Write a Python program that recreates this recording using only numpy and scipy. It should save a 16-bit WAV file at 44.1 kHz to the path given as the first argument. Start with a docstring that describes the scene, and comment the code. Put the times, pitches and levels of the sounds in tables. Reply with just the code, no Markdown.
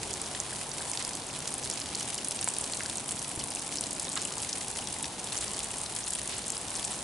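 """Under a rock overhang above a valley, water drips onto stony ground. Close drops burst in sharp splats,
farther ones blur into a fine patter, and now and then a bubble trapped in a puddle rings.
A shoe thuds softly on the ground and a few stones clack and crunch under it.
The valley rushes far below, over a faint rumble and the hum of a camera's motor."""
import sys
import numpy as np
from scipy import signal
from scipy.fft import rfft, irfft, next_fast_len
from scipy.io import wavfile
from scipy.ndimage import map_coordinates

SR = 44100
rng = np.random.default_rng(int(sys.argv[2]) if len(sys.argv) > 2 else 0)


def to_wav(sig):
    """Store sig (one row per channel, or 1-D mono) as 16-bit WAV at the path in sys.argv[1].

    Samples outside -1..1 are clipped; the rate is SR.
    """
    pcm = np.clip(np.atleast_2d(sig), -1, 1) * 32767
    pcm = np.round(pcm).astype(np.int16)
    wavfile.write(sys.argv[1], SR, pcm.T)  # frames by channels


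N = 310023

TOP_HZ = 11150  # the treble ends here
# How alike far sounds are in both ears. Each row: frequency in Hz, likeness from 0 to 1 (the same).
EAR_LIKENESS = [(60, 1), (270, 0.98), (570, 0.89), (1200, 0.76), (3000, 0.56), (9000, 0.82)]
# How hard it drips. Each row: time in seconds, relative levels in dB of the patter and of the fine spray.
DRIP_FLOW = [(0, -44, -37.5), (.45, -45, -37.5), (.85, -45.5, -36.5), (1.25, -45.5, -39.5),
             (1.7, -45, -39.5), (2.1, -44, -38.5), (2.75, -45, -37), (3.1, -45.5, -37.5),
             (3.45, -47, -39.5), (3.65, -45, -36.5), (3.9, -46, -40.5), (4.35, -44.5, -37.5),
             (4.85, -44.5, -36), (5.2, -46, -39), (5.42, -44, -36.5), (6.15, -46, -36.5),
             (6.45, -44, -38.5), (7.03, -45.5, -37)]
# The camera turns, so the drops drift from right to left.
# Each row: time in seconds, left minus right level in dB, boost of the lesser drops in dB.
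CAMERA_TURN = [(0, -2.5, -4.5), (1.5, -2, 1.5), (2.3, -1, -1.5), (4, 1.2, 3.5), (5, 1, -3.5),
               (7.03, 3.5, 2)]


def amp(db):
    """Turn decibels into a number to multiply a sound by."""
    return 10 ** (np.asarray(db) / 20)


def unit(x):
    """Scale a sound so that its average level (rms) is 1."""
    return x / np.sqrt(np.mean(x ** 2) + 1e-20)


def along(points, hz):
    """Read between (Hz, value) points, giving every octave equal room."""
    point_hz, values = np.transpose(points)
    return np.interp(np.log(hz + 1), np.log(point_hz), values)


def curves(rows):
    """Turn each column after the time into a curve with one value per sample."""
    times, *columns = np.transpose(rows)
    return [np.interp(np.arange(N) / SR, times, column) for column in columns]


def wobble(rate):
    """A smooth curve through rate random values a second."""
    return map_coordinates(rng.standard_normal(int(N * rate / SR) + 4), [np.arange(N) * rate / SR])


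def filtered(x, response):
    """Turn each frequency of x up or down by response(hz)."""
    size = next_fast_len(N + SR // 4)
    return irfft(rfft(x, size) * response(np.fft.rfftfreq(size, 1 / SR)), size)[..., :N]


def noise(spectrum):
    """Far-off stereo noise of level 1, its tone shaped by (Hz, dB) points."""
    def colour(hz):
        width = np.arccos(np.clip(along(EAR_LIKENESS, hz), -1, 1)) / 2
        return amp(along(spectrum, hz)) * [np.cos(width), np.sin(width)]
    mid, side = filtered(rng.standard_normal((2, N)), colour)
    return unit(np.array([mid + side, mid - side]))


def place(times, sounds):
    """Add up short sounds, shaped (events, 2 ears, samples), at their times in seconds."""
    at = np.maximum(np.round(times * SR).astype(int)[:, None] + np.arange(sounds.shape[-1]), 0)
    return np.array([np.bincount(at.ravel(), sounds[:, ear].ravel(), N)[:N] for ear in range(2)])


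def rumble():
    """A faint deep rumble comes and goes."""
    # Each row: time in seconds, level in dB.
    levels = [(0, -56), (1.2, -75), (1.6, -79), (5.2, -61), (6.2, -56.5), (6.7, -56), (7.03, -69)]
    level_db, = curves(levels)
    return amp(level_db) * noise([(30, -40), (46, -29), (55, -2), (70, -20), (120, -12), (400, -120)])


def motor():
    """The camera's motor hums at 1 to 4 times its turning rate, which drifts a little."""
    # The first and third tones. Each row: pitch in Hz, average level in dB.
    odd_tones = [(69.8, -80), (209.5, -64)]
    # The even tones swell and fade. Each row: time in seconds, second tone in dB, fourth tone in dB.
    even_levels = [(0, -58, -76), (.9, -57.5, -75), (1.35, -56, -57), (2.05, -67, -56.5), (2.6, -66, -64),
                   (3.2, -55, -58), (4.1, -70, -63), (4.7, -65, -66), (5.8, -66, -68), (7.03, -62, -76)]
    drifting_time = np.cumsum(1 + 0.003 * wobble(3)) / SR
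    shaft_hz = odd_tones[0][0]
    second_db, fourth_db = curves(even_levels)
    tones = odd_tones + [(2 * shaft_hz, second_db), (4 * shaft_hz, fourth_db)]
    return sum(np.sqrt(2) * amp(db + wobble(6.6)) * np.sin(2 * np.pi * hz * drifting_time)
               for hz, db in tones)


def valley():
    """Far below, a deep roar and a higher rush each swell at their own pace."""
    # Each row: time in seconds, relative levels in dB of the roar and of the rush.
    levels = [(0, -47.5, -45.5), (.45, -48, -48.5), (1, -48, -47.5), (1.5, -46.5, -47), (2.3, -47.5, -49.5),
              (2.7, -47, -47.5), (3.4, -48, -48.5), (4.1, -48.5, -48), (4.8, -47, -49), (5.55, -47.5, -47),
              (6.05, -49, -49), (7.03, -47.5, -47)]
    # The tone of each. Each row: frequency in Hz, relative level in dB.
    roar_spectrum = [(20, -23), (35, -10), (55, -2.5), (120, 1), (330, -0.5), (480, -3), (800, -4.5),
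                     (2000, -66)]
    rush_spectrum = [(200, -24), (480, -9), (780, -1.5), (980, -1.5), (1300, -10), (2000, -20),
                     (5000, -15.5), (11000, -15)]
    roar_db, rush_db = curves(levels)
    roar = amp(roar_db + 1.2 + 0.56 * wobble(14)) * noise(roar_spectrum)
    rush = amp(rush_db + 4.0 + 0.7 * wobble(4)) * noise(rush_spectrum)
    return roar + rush


def valley_swells():
    """Now and then one range of pitches in the valley's rush rises and sinks back."""
    # Each row: peak time and spread in seconds, level in dB, pitch in Hz, width in octaves.
    swells = [(0.12, .15, -50.5, 392, 0.15), (1.7, .3, -58, 260, 0.66), (3.95, 0.36, -50, 245, 0.43),
              (4.9, 0.34, -51, 830, 0.18)]
    t = np.arange(N) / SR
    grid_hz = np.geomspace(40, 4000, num=60)
    total = np.zeros((2, N))
    for peak, spread, db, hz, octaves in swells:
        band_db = -10 * np.log10(np.e) * (np.log2(grid_hz / hz) / octaves) ** 2 / 2
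        rise_and_fall = np.exp(-((t - peak) / spread) ** 2 / 2)
        total += amp(db) * rise_and_fall * noise(np.column_stack([grid_hz, band_db]))
    return total


def ticking(rate, decay_ms, spread_db):
    """A loudness curve of random ticks, rate a second: each starts at once and dies away."""
    hits = rng.random(N) < rate / SR
    energy = amp(spread_db * np.clip(rng.standard_normal(N), -2, 2)) ** 2
    kept_per_sample = np.exp(-1000 / (decay_ms * SR))
    return unit(np.sqrt(signal.lfilter([1], [1, -kept_per_sample], hits * energy)))


def far_drops():
    """Farther off, the patter and its fine spray merge into a restless, crackling hiss."""
    # The tone of each. Each row: frequency in Hz, relative level in dB.
    patter_spectrum = [(500, -18), (1300, -2.5), (2200, -1), (3100, 0.5), (5500, -1.5), (8000, -3),
                       (11000, -20.5)]
    spray_spectrum = [(2000, -22), (5000, -38), (7000, -4), (8800, 2), (10000, 2.5), (11200, -12.5)]
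    patter_db, spray_db = curves(DRIP_FLOW)
    flurry_db = 0.9 * wobble(70)
    ticks = ticking(rate=520, decay_ms=0.99, spread_db=6.0)
    patter = amp(patter_db - 0.86 + flurry_db) * np.hypot(ticks, 0.9) * noise(patter_spectrum)
    spray = amp(spray_db - 6.5 + flurry_db) * np.hypot(ticks, 0.55) * noise(spray_spectrum)
    return patter + spray


def overhang_echo(x, fade_s):
    """The rock throws back a short, blurred echo that falls by 60 dB in fade_s seconds."""
    t = np.arange(SR // 2) / SR
    tail = rng.standard_normal((2, len(t))) * amp(-60 * t / fade_s) * (1 - np.exp(-t / 0.017))
    return signal.fftconvolve(x, tail / np.linalg.norm(tail[0]), axes=1)[:, :N]


def footstep(rise_s=0.0029):
    """A shoe settles on soft ground with a dull thud, heel then sole."""
    # Each row: start in seconds, level in dB, frequency in Hz above which the thud fades.
    heel_and_sole = [(3.374, -35.5, 330), (3.404, -40, 600)]
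    t = np.arange(N) / SR
    thud = np.zeros(N)
    for start, db, hz in heel_and_sole:
        age = np.maximum(t - start, 0) / rise_s
        dull_noise = unit(filtered(rng.standard_normal(N), lambda f: (f > 85) / (1 + (f / hz) ** 4)))
        thud += amp(db) * age * np.exp(1 - age) * dull_noise
    return thud


def impacts(rows, snap, stereo_width, broad_share=0, size=768):
    """A drop or stone hits: a sharp click (as strong as snap) and a noise that dies in milliseconds."""
    # Each row: time in seconds, level in dB (as if the hit lasted 1 ms), pitch in Hz,
    # width in octaves, length in ms, left minus right level in dB.
    start, db, hz, octaves, ms, pan = np.transpose(rows)[:, :, None, None]
    lead, per_ms = size // 12, SR / 1000  # both in samples
    t_ms = (np.arange(size) - lead) / per_ms
    ms = np.maximum(ms, 0.2)
    rise_ms, decay_ms = 0.75 * ms, 3.23 * ms
    envelope = np.exp(-np.abs(t_ms) / np.where(t_ms < 0, rise_ms, decay_ms))
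    hiss = rng.standard_normal((len(rows), 3, size))  # shared, left, right
    burst = (hiss[:, :1] + stereo_width * hiss[:, 1:]) * envelope / np.sqrt(ms * per_ms)
    click = (np.arange(size) == lead + size // 128) * snap / ms  # shorter hits click more
    freqs = np.fft.rfftfreq(size, 1 / SR) + 1
    bell = lambda width: np.exp(-(np.log2(freqs / hz) / (2 * width)) ** 2)
    band = (bell(np.maximum(octaves, 0.1)) + broad_share * bell(1.0)) * (freqs < TOP_HZ)
    lag_s = pan * 2.5e-6  # the nearer ear hears it first
    ears = np.array([[1], [-1]])
    wave = irfft(rfft(burst + click) * band * np.exp(1j * np.pi * freqs * lag_s * ears), size)
    wave /= np.sqrt(np.sum(wave.mean(1, keepdims=True) ** 2, 2, keepdims=True) / per_ms)
    return place(start.ravel() - lead / SR, wave * amp(db + ears * pan / 2))


def stones(grains_per_scuff=30):
    """Loose stones clack together under the shoe, and grit crunches in short clouds of grains."""
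    # Each row: time in seconds, level in dB, pitch in Hz, width in octaves, length in ms.
    knocks = [(2.476, -24, 1040, 0.64, 0.78), (2.476, -33, 2150, 0.083, 0.54),
              (2.8068, -26.5, 1920, 0.24, 0.63), (2.8069, -31, 5500, .6, .4),
              (4.1645, -37, 1150, 0.35, 4.2), (4.1646, -35, 4600, .6, .9), (4.1743, -27, 7000, 0.71, 1.3),
              (4.1745, -30, 1050, 0.39, 3), (4.3145, -35, 1150, 0.18, 2), (4.3730, -31.5, 950, 0.24, 2.8)]
    # Each row: middle time in seconds, level of a grain in dB, spread in seconds, pitch in Hz.
    scuffs = [(1.004, -40, 0.0067, 3000), (4.171, -39.5, 0.005, 2100), (6.328, -37.5, 0.02, 3800)]
    clacks = impacts(np.column_stack([knocks, np.zeros(len(knocks))]), snap=1.0, stereo_width=0.18)
    middle, db, spread, hz = np.repeat(scuffs, grains_per_scuff, axis=0).T
    when, size, pitch, pan = rng.standard_normal((len(middle), 4)).T
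    octaves, ms = np.full(len(middle), 0.6), np.full(len(middle), 1.8)
    grains = [middle + spread * when, db + 0.57 * size, hz * 2 ** (0.5 * pitch), octaves, ms, pan]
    return clacks + impacts(np.column_stack(grains), snap=0.26, stereo_width=1.0)


def drip_times(count):
    """Uneven moments without long gaps: one falls somewhere in each equal slot of time."""
    return (np.arange(count) + rng.random(count)) / count * N / SR


def faint_bubbles(count=36, middle_hz=4200, middle_db=-40, db_per_octave=6.5):
    """Rows for the faint bubbles that drops trap by chance; the small, high ones peak louder."""
    start = drip_times(count)
    octave = rng.uniform(-1.12, 1, count)
    return np.column_stack([start, middle_db + db_per_octave * octave, middle_hz * 2 ** octave])


def bubbles(ring_cycles=28, size=2048):
    """A trapped bubble rings briefly; its pitch wavers and climbs as it nears the surface."""
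    # Each row: start in seconds, relative level in dB, starting pitch in Hz.
    clear_bubbles = [(.349, -39.5, 1930), (.3495, -37, 3450), (.367, -43, 3150), (.5265, -42, 1730),
                     (.806, -42, 1590), (.9339, -42, 2180), (.974, -36, 3570), (.9742, -30, 4800),
                     (1.078, -27, 8600), (1.22, -38, 4400), (1.3, -43, 2730), (1.54, -25, 8660),
                     (1.9499, -32.5, 4200), (2.0075, -38, 3200), (2.1859, -36, 2900), (2.3626, -27, 8540),
                     (2.39, -42, 2960), (2.4975, -45, 3000), (2.5035, -30, 8100), (2.5665, -41, 3850),
                     (2.5854, -20.5, 9300), (2.7353, -31, 4140), (2.856, -43, 1530), (2.898, -41, 3500),
                     (2.9825, -34, 6200), (3.192, -45, 6490), (3.282, -29, 9600), (3.405, -35, 5170),
                     (3.412, -38, 3160), (3.5705, -39.5, 2660), (3.7245, -37.5, 2970), (4.082, -36, 3790),
                     (4.099, -29, 8300), (4.1746, -30.5, 4040), (4.2544, -35.5, 2900), (4.612, -44, 2020),
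                     (4.7888, -35, 2930), (4.8725, -38, 3280), (4.963, -42, 2000), (5.0424, -38, 2690),
                     (5.056, -37, 3660), (5.272, -40, 3500), (5.3716, -28.5, 6000), (5.5915, -36.5, 3450),
                     (5.7065, -39, 2710), (6.041, -36, 6140), (6.569, -36, 4500), (6.7044, -27, 9400),
                     (6.796, -39, 3350)]
    start, db, hz = np.vstack([clear_bubbles, faint_bubbles()]).T[:, :, None, None]
    cycles = hz * np.arange(size) / SR
    waver = np.cumsum(rng.standard_normal((len(start), 1, size)), axis=2) * np.sqrt(hz / SR)
    ear_offset = 0.48 * rng.standard_normal((len(start), 2, 1))
    phase = 2 * np.pi * cycles * (1 + 0.00028 * cycles) + 0.49 * waver + ear_offset
    envelope = amp(-60 * cycles / ring_cycles) * (1 - np.exp(-cycles))
    return place(start.ravel(), amp(db + 13.5) * envelope * np.sin(phase))


def facing(times):
    """The camera's turn at these times: left minus right dB, and the lesser drops' boost in dB."""
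    turn_times, pan_db, boost_db = np.transpose(CAMERA_TURN)
    return np.interp(times, turn_times, pan_db), np.interp(times, turn_times, boost_db)


def small_drops(count=380):
    """Small drops land in flurries; the high ones follow the spray's level, the low ones the patter's."""
    patter_db, spray_db = curves(DRIP_FLOW)
    odds = amp(1.2 * wobble(45))
    at = np.searchsorted(np.cumsum(odds) / odds.sum(), rng.random(count)).clip(0, N - 1)
    size, pitch, length, side = np.clip(rng.standard_normal((4, count)), -2, 2)
    hz = np.minimum(7800 * 2 ** (0.55 * pitch), 10000)
    _, boost_db = facing(at / SR)
    db = np.where(hz > 6000, spray_db[at] - 0.5, patter_db[at] + 7) + boost_db + 1.6 * size
    octaves, ms = np.full(count, 0.26), 0.4 * np.exp(0.3 * length)
    return impacts(np.column_stack([at / SR, db, hz, octaves, ms, 2 * side]), snap=0.32, stereo_width=0.98)


def medium_drops(count=60):
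    """Rows for medium drops that fall by chance, louder when the flow swells."""
    start = drip_times(count)
    size, pitch, width, length = np.clip(rng.standard_normal((count, 4)), -2, 2).T
    flow_times, patter_db, spray_db = np.transpose(DRIP_FLOW)
    flow_db = (patter_db + spray_db) / 2
    _, boost_db = facing(start)
    db = -31.5 + boost_db + np.interp(start, flow_times, flow_db - flow_db.mean()) - size
    hz = 8300 * 2 ** (0.21 * pitch)
    octaves, ms = 0.22 * np.exp(0.6 * width), 0.31 * np.exp(0.3 * length)
    return np.column_stack([start, db, hz, octaves, ms])


def near_drops(droplets_each=2, widest_pan_db=7.5):
    """Big and medium drops burst on the stones; the droplets they throw up land a moment later."""
    # Each row: time in seconds, level in dB, pitch in Hz, width in octaves, length in ms.
    big_drops = [(0.0319, -25, 5420, 1, 0.75), (0.1101, -29, 6900, 0.55, 0.6),
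                 (0.1317, -28, 7400, 0.36, 0.6), (0.1389, -25.5, 7300, 0.38, 0.4),
                 (0.2163, -24.0, 8120, 0.22, 0.6), (0.2602, -31, 5670, 0.13, 0.6),
                 (0.3493, -31, 5000, 0.59, 0.35), (0.4016, -20.5, 6960, 0.16, 0.54),
                 (0.5316, -28.5, 8800, 0.11, 0.82), (0.5594, -30, 6000, 0.58, 0.8),
                 (0.5919, -32, 5900, 0.24, 0.6), (0.7159, -29, 5200, 0.25, 0.8),
                 (0.7839, -29, 5570, 0.19, 0.9), (0.8134, -31, 8500, 0.21, 0.6),
                 (0.8977, -25.5, 9040, 0.16, 1.2), (0.9154, -23, 7690, 0.21, 0.4),
                 (0.9344, -26, 6550, 0.23, 0.92), (0.974, -27.5, 5600, 0.77, 0.35),
                 (0.9858, -38, 7000, 0.39, 0.6), (0.9943, -29, 8200, 0.2, 0.6),
                 (1.0256, -26.5, 9800, 0.6, 0.63), (1.0291, -37, 6000, 0.29, 0.6),
                 (1.0495, -24, 6600, 0.4, 0.6), (1.0925, -29, 7100, 0.3, 0.89),
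                 (1.1337, -29, 5800, 0.37, 0.65), (1.1528, -26, 9800, 0.67, 0.8),
                 (1.171, -31, 6550, 0.6, 1.0), (1.3902, -28, 9600, 0.18, 0.6),
                 (1.4557, -35, 5200, 0.79, 0.6), (1.4763, -22.5, 6800, 0.28, 0.72),
                 (1.543, -28, 9040, 0.11, 0.4), (1.582, -26, 8570, 0.11, 0.5),
                 (1.6358, -27.5, 5880, 0.26, 0.9), (1.6439, -28, 6910, 0.55, 1.0),
                 (1.6495, -26.5, 8570, 0.51, 1), (1.6748, -30, 6200, 0.6, 0.6),
                 (1.7002, -21.5, 7290, 0.37, 0.23), (1.7124, -25, 6200, 0.22, 0.65),
                 (1.737, -28, 7900, 0.22, 0.8), (1.7747, -30, 4500, 0.37, 0.6),
                 (1.801, -26.5, 9800, 0.36, 0.4), (1.8167, -27.5, 4740, 0.11, 0.5),
                 (1.8591, -29, 5200, 0.8, 0.6), (1.9497, -26, 5100, 0.33, 0.37),
                 (1.9539, -23, 7700, 0.32, 0.41), (1.9944, -30, 8800, 0.1, 0.7),
                 (1.9979, -26, 6040, 0.33, 1.3), (2.0066, -28, 8570, 1.0, 0.9),
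                 (2.0285, -25.5, 9800, 0.7, 0.8), (2.0769, -36, 6600, 0.55, 0.6),
                 (2.0865, -28, 8800, 0.11, 1), (2.1035, -26.5, 9290, 1.0, 0.66),
                 (2.1354, -31, 6300, 0.59, 0.54), (2.1441, -24.5, 9540, 0.65, 0.81),
                 (2.1529, -28, 8900, 0.31, 0.6), (2.1795, -25, 6200, 0.44, 1.5),
                 (2.2467, -22, 9800, 0.6, 1.1), (2.285, -21, 9900, 0.097, 0.51),
                 (2.3099, -24, 9800, 0.54, 0.4), (2.3178, -30, 6500, 0.68, 0.63),
                 (2.3218, -27, 9000, 0.55, 0.9), (2.3542, -32, 7690, 0.55, 1.4),
                 (2.3907, -28, 4490, 0.39, 0.71), (2.4128, -22, 8700, 0.14, 0.6),
                 (2.4285, -27, 5100, 0.44, 0.54), (2.4437, -19, 8700, 0.22, 0.72),
                 (2.4805, -24, 8800, 0.14, 0.4), (2.4871, -17.5, 7490, 0.11, 0.53),
                 (2.5382, -24, 7600, 0.11, 0.72), (2.5489, -31, 6400, 0.39, 0.6),
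                 (2.5668, -27.5, 6200, 0.88, 1.2), (2.6113, -22, 8450, 0.15, 1.1),
                 (2.6398, -24, 7490, 0.62, 1.6), (2.7234, -26, 7900, 0.11, 0.76),
                 (2.7355, -26, 4600, 0.65, 0.55), (2.7473, -28, 8340, 0.26, 1.3),
                 (2.7718, -26, 7290, 0.43, 1.0), (2.7906, -32, 7800, 0.33, 0.55),
                 (2.835, -26.5, 8570, 0.26, 0.8), (2.8605, -26.5, 6370, 0.85, 0.8),
                 (2.8975, -23.5, 6720, 0.76, 1.2), (2.956, -25.5, 7900, 0.3, 0.74),
                 (2.9716, -24.5, 9800, 0.18, 0.37), (2.9828, -29, 6910, 0.18, 0.4),
                 (3.0821, -26.5, 9540, 0.13, 0.44), (3.0912, -24.5, 9040, 1.0, 1.1),
                 (3.1095, -22.5, 8700, 0.14, 0.5), (3.1211, -23, 8000, 0.11, 0.7),
                 (3.193, -26.5, 7700, 0.33, 0.71), (3.2265, -26, 9540, 0.43, 1.3),
                 (3.2453, -28.5, 5200, 0.85, 0.6), (3.2931, -28, 8800, 0.26, 0.3),
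                 (3.3602, -28, 8800, 0.11, 1.1), (3.3963, -28, 5420, 0.38, 1.1),
                 (3.4394, -23, 9800, 0.3, 0.71), (3.505, -27, 9290, 0.11, 0.65),
                 (3.5192, -28.5, 9040, 1.0, 0.79), (3.5505, -23.5, 8570, 0.16, 0.21),
                 (3.5588, -27, 8200, 0.19, 0.55), (3.571, -36, 5420, 1.0, 0.9),
                 (3.622, -40, 7300, 0.62, 0.6), (3.6638, -31, 7300, 0.42, 0.6),
                 (3.7244, -32, 3620, 1.0, 0.48), (3.7317, -32, 8700, 0.34, 0.6),
                 (3.757, -25, 7690, 0.24, 0.28), (3.7714, -25.5, 5720, 0.36, 0.5),
                 (3.7852, -24.0, 5270, 0.13, 0.77), (3.8099, -20, 8700, 0.15, 0.62),
                 (3.8388, -24.5, 6550, 0.53, 0.73), (3.8678, -27, 7560, 0.11, 0.69),
                 (3.9081, -26, 9290, 0.1, 1.0), (3.9301, -24.5, 8800, 0.2, 0.9),
                 (3.9974, -21, 9290, 0.65, 1.3), (4.0211, -28.5, 8570, 0.28, 0.76),
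                 (4.03, -28, 8750, 0.11, 0.7), (4.0916, -27, 9100, 0.21, 0.6),
                 (4.1168, -30, 6600, 0.46, 0.6), (4.1198, -29, 7800, 0.27, 0.6),
                 (4.1306, -29, 8100, 0.23, 0.6), (4.1565, -22, 7750, 0.15, 0.5),
                 (4.2178, -25.5, 7800, 0.13, 0.92), (4.2337, -31, 5570, 1.0, 1.3),
                 (4.2515, -21.5, 8500, 0.23, 0.7), (4.3243, -27.5, 6370, 0.36, 0.5),
                 (4.355, -30, 8800, 0.1, 0.6), (4.3814, -24, 8120, 0.43, 0.8),
                 (4.3897, -33, 6040, 0.26, 0.2), (4.4023, -28, 6200, 0.78, 1.2),
                 (4.4194, -27, 7690, 0.28, 0.5), (4.4255, -27.0, 9040, 0.3, 1.3),
                 (4.4315, -29, 6910, 0.52, 0.7), (4.4476, -28, 7100, 1.0, 0.75),
                 (4.4912, -25, 5720, 0.36, 1), (4.4946, -26, 6910, 0.25, 0.56),
                 (4.5296, -21.5, 5900, 0.26, 0.69), (4.5815, -26, 9200, 0.13, 1.4),
                 (4.6086, -30, 8200, 0.29, 0.66), (4.6115, -29, 4490, 0.56, 0.63),
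                 (4.6823, -25.5, 9000, 0.55, 0.95), (4.7133, -27, 8100, 0.26, 0.6),
                 (4.771, -24.5, 8340, 1.0, 1.7), (4.7848, -27.5, 9290, 0.11, 0.7),
                 (4.7892, -32, 2900, 0.55, 0.6), (4.8726, -26, 6340, 0.37, 0.45),
                 (4.9006, -35, 5800, 0.32, 0.6), (4.9262, -30, 6200, 0.44, 0.71),
                 (4.9294, -25.5, 8800, 0.12, 0.51), (4.9408, -28, 5500, 0.66, 0.65),
                 (4.9862, -29, 8700, 0.13, 0.54), (5.0274, -22, 9000, 0.2, 0.9),
                 (5.0433, -28, 3400, 0.66, 0.66), (5.056, -27.5, 7100, 0.86, 1.4),
                 (5.2428, -26.5, 8000, 0.41, 0.7), (5.2731, -29, 6400, 0.6, 0.49),
                 (5.3228, -26.5, 3170, 0.84, 1.7), (5.328, -24, 9040, 0.22, 1.3),
                 (5.3455, -32, 5400, 0.59, 0.6), (5.3654, -29, 9540, 0.96, 1.4),
                 (5.3771, -23.5, 7240, 0.3, 0.87), (5.3875, -26, 8340, 0.1, 0.6),
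                 (5.41, -26, 8160, 0.14, 0.59), (5.4137, -28, 6500, 0.6, 0.6),
                 (5.42, -32.5, 5700, 0.28, 0.6), (5.4807, -27.5, 5720, 0.18, 0.5),
                 (5.5153, -29, 8000, 0.18, 0.6), (5.535, -28, 8120, 0.13, 0.27),
                 (5.5453, -29, 5000, 0.18, 0.9), (5.5805, -34, 5600, 0.38, 0.6),
                 (5.5915, -24, 9000, 0.45, 1.0), (5.6038, -30, 3800, 0.73, 0.67),
                 (5.6311, -27, 7900, 0.15, 0.64), (5.6439, -25, 8570, 0.2, 0.48),
                 (5.7137, -27.5, 8340, 0.13, 0.44), (5.7709, -33, 7100, 0.39, 0.6),
                 (5.7828, -25.5, 8800, 0.22, 1.3), (5.7926, -34, 9800, 0.98, 0.64),
                 (5.8152, -24.5, 8340, 0.16, 0.45), (5.836, -28, 7690, 0.43, 0.57),
                 (5.8615, -29.5, 4400, 0.23, 0.59), (5.9516, -27, 9800, 0.39, 0.9),
                 (5.9634, -24, 8800, 0.28, 1.2), (5.964, -30, 3800, 0.29, 0.62),
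                 (5.9882, -26.5, 7800, 0.11, 0.56), (6.0409, -32, 6200, 0.11, 0.5),
                 (6.0662, -29, 7690, 0.35, 0.51), (6.071, -31, 4200, 0.33, 0.65),
                 (6.078, -28, 5140, 0.75, 1.2), (6.0828, -24, 8800, 0.1, 0.7),
                 (6.106, -22.5, 8570, 0.2, 0.5), (6.1301, -31, 8340, 0.18, 0.8),
                 (6.1348, -21.5, 8000, 0.16, 0.6), (6.1513, -23, 9040, 0.093, 0.73),
                 (6.1538, -32.5, 3300, 0.28, 0.78), (6.2322, -29, 9600, 0.1, 0.6),
                 (6.2763, -25, 9200, 0.3, 0.6), (6.294, -27, 9540, 0.34, 0.74),
                 (6.3832, -26, 8570, 0.18, 1.1), (6.4676, -28, 8800, 0.13, 0.8),
                 (6.4812, -24, 8120, 0.18, 1.3), (6.503, -20.5, 8570, 0.3, 0.39),
                 (6.5205, -25.5, 7900, 0.15, 0.97), (6.5534, -29, 9290, 0.1, 1),
                 (6.5791, -26, 9040, 0.1, 0.66), (6.6832, -31, 5300, 0.64, 0.6),
                 (6.7541, -26.0, 7690, 0.18, 0.3), (6.7596, -28, 5570, 0.51, 1.1),
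                 (6.7646, -26, 9290, 0.13, 1.0), (6.7961, -28, 9800, 0.59, 0.72),
                 (6.8287, -31, 5300, 0.5, 0.6), (6.8402, -30, 9800, 0.36, 0.74),
                 (6.8444, -29.5, 4300, 0.38, 0.38), (6.8492, -20, 8250, 0.14, 0.97),
                 (6.9393, -30, 6910, 0.22, 0.6)]
    start, db, hz, octaves, ms = np.vstack([big_drops, medium_drops()]).T
    pan_db, _ = facing(start)
    pan_db *= (6800 / hz) ** 3  # duller drops lie farther to the side
    pan_db += 1.5 * rng.standard_normal(len(start))
    drops = np.column_stack([start, db, hz, octaves, ms, np.clip(pan_db, -widest_pan_db, widest_pan_db)])
    droplets = np.repeat(drops, droplets_each, axis=0)
    delay, size, pitch = rng.standard_normal((len(droplets), 3)).T
    droplets[:, 0] += 0.0057 * np.exp(0.87 * delay)  # later
    droplets[:, 1] += -16.5 + size  # quieter
    droplets[:, 2] *= 2 ** (0.18 * pitch)  # a little higher or lower
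    splats = impacts(drops, snap=0.53, stereo_width=0.23, broad_share=0.15)
    return splats + impacts(droplets, snap=0.95, stereo_width=0.69)


def scene():
    """Water and stones echo under the overhang; the valley lies a little to the left."""
    close = near_drops() + small_drops() + bubbles() + stones() + footstep()
    background = (valley() + valley_swells()) * amp([[0.45], [-0.45]]) + motor() + rumble()
    return close + amp(-13.5) * overhang_echo(close, fade_s=0.28) + far_drops() + background


def record(dry):
    """The camera cuts off the treble steeply above TOP_HZ."""
    return filtered(dry, lambda hz: 1 / np.sqrt(1 + (hz / TOP_HZ) ** 140))


dry = scene()
out = record(dry)
to_wav(out)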